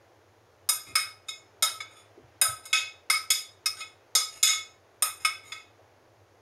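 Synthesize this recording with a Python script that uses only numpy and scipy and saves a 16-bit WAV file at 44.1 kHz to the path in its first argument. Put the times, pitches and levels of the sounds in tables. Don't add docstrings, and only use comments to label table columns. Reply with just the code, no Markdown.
import sys
import numpy as np
from scipy import signal
from scipy.fft import rfft, irfft, next_fast_len
from scipy.io import wavfile

SR = 44100
rng = np.random.default_rng(int(sys.argv[2]) if len(sys.argv) > 2 else 0)


def transcribe(signal):
    frames = np.atleast_2d(signal).T
    limited = np.clip(frames, -1, 1)
    pcm = np.round(limited * 32767).astype(np.int16)
    wavfile.write(sys.argv[1], SR, pcm)


N = 282676
RING_SAMPLES = int(.5 * SR)

REGISTER_EDGES_HZ = [500, 1000, 1800, 3000, 4500, 6000, 7600, 11000, 16000]


def from_db(db):
    return 10 ** (np.asarray(db) / 20)


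def unit_rms(x):
    return x / np.sqrt(np.mean(x ** 2) + 1e-20)


def unit_onset(x):
    return x / np.sqrt(np.mean(x[:SR // 10] ** 2) + 1e-20)


def at_hz(points, hz):
    points_hz, values = np.transpose(points)
    return np.interp(np.log(np.maximum(hz, 1)), np.log(points_hz), values)


def band(x, low_hz, high_hz, order):
    sos = signal.butter(order, [low_hz, min(high_hz, SR / 2 - 1)], "band", fs=SR, output="sos")
    return signal.sosfilt(sos, x + 1e-18)


def noise(spectrum, size):
    n = next_fast_len(size)
    gain = from_db(at_hz(spectrum, np.fft.rfftfreq(n, 1 / SR)))
    return unit_rms(irfft(rfft(rng.standard_normal(n)) * gain, n)[:size])


def decay(t, t60_s):
    return np.exp(-np.log(1000) * t / t60_s)


def add(out, start_s, sound):
    i = int(start_s * SR)
    out[i:i + len(sound)] += sound[:N - i]


def rustle(trim_db=-2.2):
    # (time [s], level before trim [dB])
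    envelope = [(0.0, -62), (0.45, -64), (0.73, -63), (0.82, -61), (1.23, -62), (1.84, -60), (2.77, -60),
                (3.43, -63), (3.8, -60), (5.09, -63), (5.23, -62), (5.89, -62), (6.12, -64), (6.41, -64)]
    # (frequency [Hz], relative density [dB])
    spectrum = [(120, -61.5), (200, -37), (303, -11.5), (337, -8.5), (638, -7), (1030, -14.5), (1890, -16),
                (7000, -35.5), (9100, -71.5), (15400, -120)]
    level_db = np.interp(np.arange(N) / SR, *np.transpose(envelope)) + trim_db
    return from_db(level_db) * noise(spectrum, N)


def appliance_hum(hz=100, half_width_hz=12, level_db=-67):
    hum = band(rng.standard_normal(N + SR), hz - half_width_hz, hz + half_width_hz, order=2)
    return from_db(level_db) * unit_rms(hum[SR:])


def room_air(level_db=-63.3):
    # (frequency [Hz], relative density [dB])
    spectrum = [(25, -22.5), (50, -16), (70, -24), (100, -15), (190, -16), (400, -4), (800, -8),
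                (1400, -15), (2600, -25), (4600, -25.5), (6800, -24.5), (7600, -36.5), (10500, -32),
                (15000, -37.5)]
    return from_db(level_db) * noise(spectrum, N)


def mode_ring(hz, t60_s, t60_scale=.75, pressed_db=7.5, pressed_t60_s=.031):
    t = np.arange(RING_SAMPLES // 2) / SR
    envelope = decay(t, t60_s * t60_scale) + from_db(pressed_db) * decay(t, pressed_t60_s)
    return np.sin(2 * np.pi * hz * t) * envelope


def glass_response(crack_db, scatter_db=3.5, crack_t60_s=.053, grip_detune=.004):
    # (frequency [Hz], relative level [dB], t60 before scaling [s])
    mode_table = [(1265, -3.5, 0.16), (1292, -5.5, 0.3), (1542, -11, .11), (2142, -4.5, 0.17),
                  (2190, -2.5, .24), (2539, -2.5, 0.14), (3473, -3.5, 0.19), (3735, -.5, 0.16),
                  (3864, -15, .12), (5058, -1, 0.23), (5130, -2, 0.13), (5240, -3, 0.18), (6550, -.5, 0.17),
                  (6770, 4, 0.17), (6890, -7.5, 0.099), (7238, -2, 0.15), (7870, -12.5, .12),
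                  (8252, -6, 0.18), (9470, -3.5, .16), (8830, 1.5, .18), (9065, -5, 0.17),
                  (8960, 1.5, 0.14), (10098, -2, 0.15), (11300, -8.5, 0.14), (11440, -6, 0.13),
                  (11770, -7.5, 0.11), (12190, -8.5, .14), (14200, -11.5, .13), (14000, -14, .13),
                  (14400, -14, .13)]
    # (frequency [Hz], relative density [dB])
    crack_spectrum = [(400, -5.5), (600, -2), (1000, -6.5), (1350, -3.5), (2800, -4.5), (5000, -2),
                      (7000, 1), (7600, -1.5), (9400, 13.5), (10700, -11.5), (11500, -2), (13000, -9),
                      (14300, -8.5), (16000, -22)]
    hz, db, t60_s = np.transpose(mode_table)[:, :, None]
    strength = from_db(db + scatter_db * rng.standard_normal(db.shape))
    polarity = rng.choice([-1, 1], db.shape)
    hz = hz * (1 + grip_detune * rng.uniform(-1, 1, db.shape))
    modes = np.sum(strength * polarity * mode_ring(hz, t60_s), axis=0)
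    crack = noise(crack_spectrum, len(modes)) * decay(np.arange(len(modes)) / SR, crack_t60_s)
    return modes + from_db(crack_db) * crack


def kitchen_response(tail_db, early_db=2, early_t60_s=.055, build_s=.016):
    # (frequency [Hz], t60 [s])
    room_t60 = [(500, 0.33), (2000, 0.36), (5000, 0.32), (9000, 0.27), (15000, 0.26)]
    t = np.arange(RING_SAMPLES) / SR
    early = rng.standard_normal(len(t)) * decay(t, early_t60_s) * (t > .0007)
    early = from_db(early_db) * early / np.linalg.norm(early)
    early[0] = 1
    edges_hz = np.geomspace(300, 17000, 5)
    tail = np.zeros(len(t))
    for low_hz, high_hz in zip(edges_hz, edges_hz[1:]):
        t60_s = at_hz(room_t60, np.sqrt(low_hz * high_hz))
        tail += band(rng.standard_normal(len(t)), low_hz, high_hz, order=2) * decay(t, t60_s)
    tail *= 1 - np.exp(-t / build_s)
    return early + from_db(tail_db) * tail / np.linalg.norm(tail)


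def touch_db(tilt_db_oct, clang_db, hz, pivot_hz=4000, flat_below_hz=1300, clang_hz=4800, width_oct=.6):
    clang_weight = np.exp(-.5 * (np.log2(hz / clang_hz) / width_oct) ** 2)
    return tilt_db_oct * np.log2(max(hz, flat_below_hz) / pivot_hz) + clang_db * clang_weight


def clinks(contacts, colour_db, crack_db, room_db=-1, lead_db=-1, focus_db=3, jolt_db=-13):
    out, t = np.zeros(N), np.arange(RING_SAMPLES // 2) / SR
    for start_s, level_db, tilt_db_oct, clang_db, contact_ms, lead_hz, wet_db in contacts:
        swell = np.sqrt(np.minimum(1000 * t / contact_ms, 1))
        touch = swell * glass_response(crack_db)
        room = kitchen_response(room_db + wet_db)
        ring = signal.fftconvolve(touch, room)
        lead = signal.fftconvolve(swell * mode_ring(lead_hz, t60_s=.13), room)
        for low_hz, high_hz, register_db in zip(REGISTER_EDGES_HZ, REGISTER_EDGES_HZ[1:], colour_db):
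            part = unit_onset(band(ring, low_hz, high_hz, order=4))
            part_db = level_db + register_db + touch_db(tilt_db_oct, clang_db, np.sqrt(low_hz * high_hz))
            if low_hz < lead_hz < high_hz:
                part += from_db(lead_db) * unit_onset(lead)
                part_db += focus_db
            add(out, start_s, from_db(part_db) * unit_onset(part))
        low_db = level_db + colour_db[0] + touch_db(tilt_db_oct, clang_db, REGISTER_EDGES_HZ[0])
        jolt = unit_onset(band(ring, 120, 340, order=1))
        add(out, start_s, from_db(low_db + jolt_db) * jolt)
    return out


def spoon_landings():
    # (time [s], base level [dB], tilt [dB/oct], clang [dB], contact [ms],
    # lead mode [Hz], reverb offset [dB])
    contacts = [(0.689, -36, 2, -2, 3, 5060, -2), (1.6233, -35, -1.4, 2, 3, 3730, .5),
                (2.4139, -31.8, 0, -3.5, 3, 9470, 0), (2.654, -58, -.5, 0, 2, 6555, -5),
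                (4.151, -37.3, -.7, 8, 1.5, 7237, 0), (5.0221, -34.6, .3, -6, 2, 8960, -1)]
    colour_db = [-12.5, -2, -5, -.5, 2.5, 0, 5.5, -2]
    return clinks(contacts, colour_db, crack_db=14)


def spoon_slides(slips_per_s=900, spread_db=2.5, tilt_db_oct=-3):
    # (start [s], end [s], level [dB])
    slides = [(0.842, 0.92, -51), (1.258, 1.316, -62), (1.871, 2.03, -60.5), (2.622, 2.726, -55),
              (3.756, 3.82, -47.5), (4.31, 4.389, -51), (5.183, 5.242, -53.5), (5.416, 5.523, -54)]
    out = np.zeros(N)
    for start_s, end_s, level_db in slides:
        size = int((end_s - start_s) * SR)
        slips = (rng.random(RING_SAMPLES) < slips_per_s / SR) * rng.standard_normal(RING_SAMPLES)
        slips *= from_db(spread_db * rng.standard_normal(RING_SAMPLES))
        force = slips[:size] * signal.windows.tukey(size)
        scrape = signal.fftconvolve(force, glass_response(crack_db=14))
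        scrape = signal.fftconvolve(scrape, kitchen_response(tail_db=0))
        n = next_fast_len(len(scrape))
        octaves = np.log2(np.maximum(np.fft.rfftfreq(n, 1 / SR) / REGISTER_EDGES_HZ[1], 1))
        dulled = irfft(rfft(scrape, n) * from_db(tilt_db_oct * octaves), n)
        add(out, start_s, from_db(level_db) * unit_onset(dulled))
    return out


def soft_thuds(edge_ratio=1.35):
    # (time [s], centre [Hz], level of half the peak [dB], t60 [s])
    thuds = [(0.871, 102, -57, 0.4), (.87, 276, -58, .3), (2.17, 325, -49, .16), (2.22, 96, -57.5, 0.25),
             (2.478, 95, -47.5, 0.26), (4.431, 140, -55.5, .08), (5.79, 626, -57, 0.35)]
    out, t = np.zeros(N), np.arange(RING_SAMPLES) / SR
    for start_s, hz, level_db, t60_s in thuds:
        burst = rng.standard_normal(len(t)) * decay(t, t60_s)
        thud = band(burst, hz / edge_ratio, hz * edge_ratio, order=3)
        add(out, start_s, 2 * from_db(level_db) * thud / np.abs(thud).max())
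    return out


def spoon_bumps():
    # (time [s], base level [dB], tilt [dB/oct], clang [dB], contact [ms],
    # lead mode [Hz], reverb offset [dB])
    contacts = [(0.954, -35.2, .2, -2, 2, 5055, -.5), (3.099, -34.4, -.2, -1, 3, 2188, -1),
                (3.658, -41.8, 1.8, 2, 6, 5243, -7), (5.2478, -37.2, -2.3, -.5, 3, 2200, -4)]
    colour_db = [-20.5, 1.5, 3.5, -1.5, 5.5, -5.5, 3, -7.5]
    return clinks(contacts, colour_db, crack_db=13.5)


def rim_knocks():
    # (time [s], base level [dB], tilt [dB/oct], clang [dB], contact [ms],
    # lead mode [Hz], reverb offset [dB])
    contacts = [(1.284, -52.6, 0, 3, 20, 3720, -4), (1.803, -54.7, -4.5, 0, 7, 2245, -5.5),
                (2.7287, -35.8, -1.3, 0, 2, 2548, 4), (3.3028, -34.6, 5.3, -3, 3, 5114, -1.5),
                (3.804, -53.8, -2.5, 0, 16, 2516, -6), (4.4283, -33.8, 4.5, 0, 4, 6772, 1.5),
                (4.47, -38.3, .6, 1.5, 11, 6772, 6.5), (5.519, -54.3, -3, 1, 7, 2150, -1)]
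    colour_db = [-21, -1.5, 4, 6, 2.5, 2.5, -2, -12.5]
    return clinks(contacts, colour_db, crack_db=12)


def scene():
    spoon = spoon_landings() + spoon_bumps() + rim_knocks() + spoon_slides()
    return (spoon + soft_thuds() + rustle() + appliance_hum() + room_air())[None]


def record(dry):
    ceiling, cutoff_hz = .4, 15700
    low_pass = signal.ellip(10, .1, 80, cutoff_hz, fs=SR, output="sos")
    return signal.sosfilt(low_pass, ceiling * np.tanh(dry / ceiling))


dry = scene()
out = record(dry)
transcribe(out)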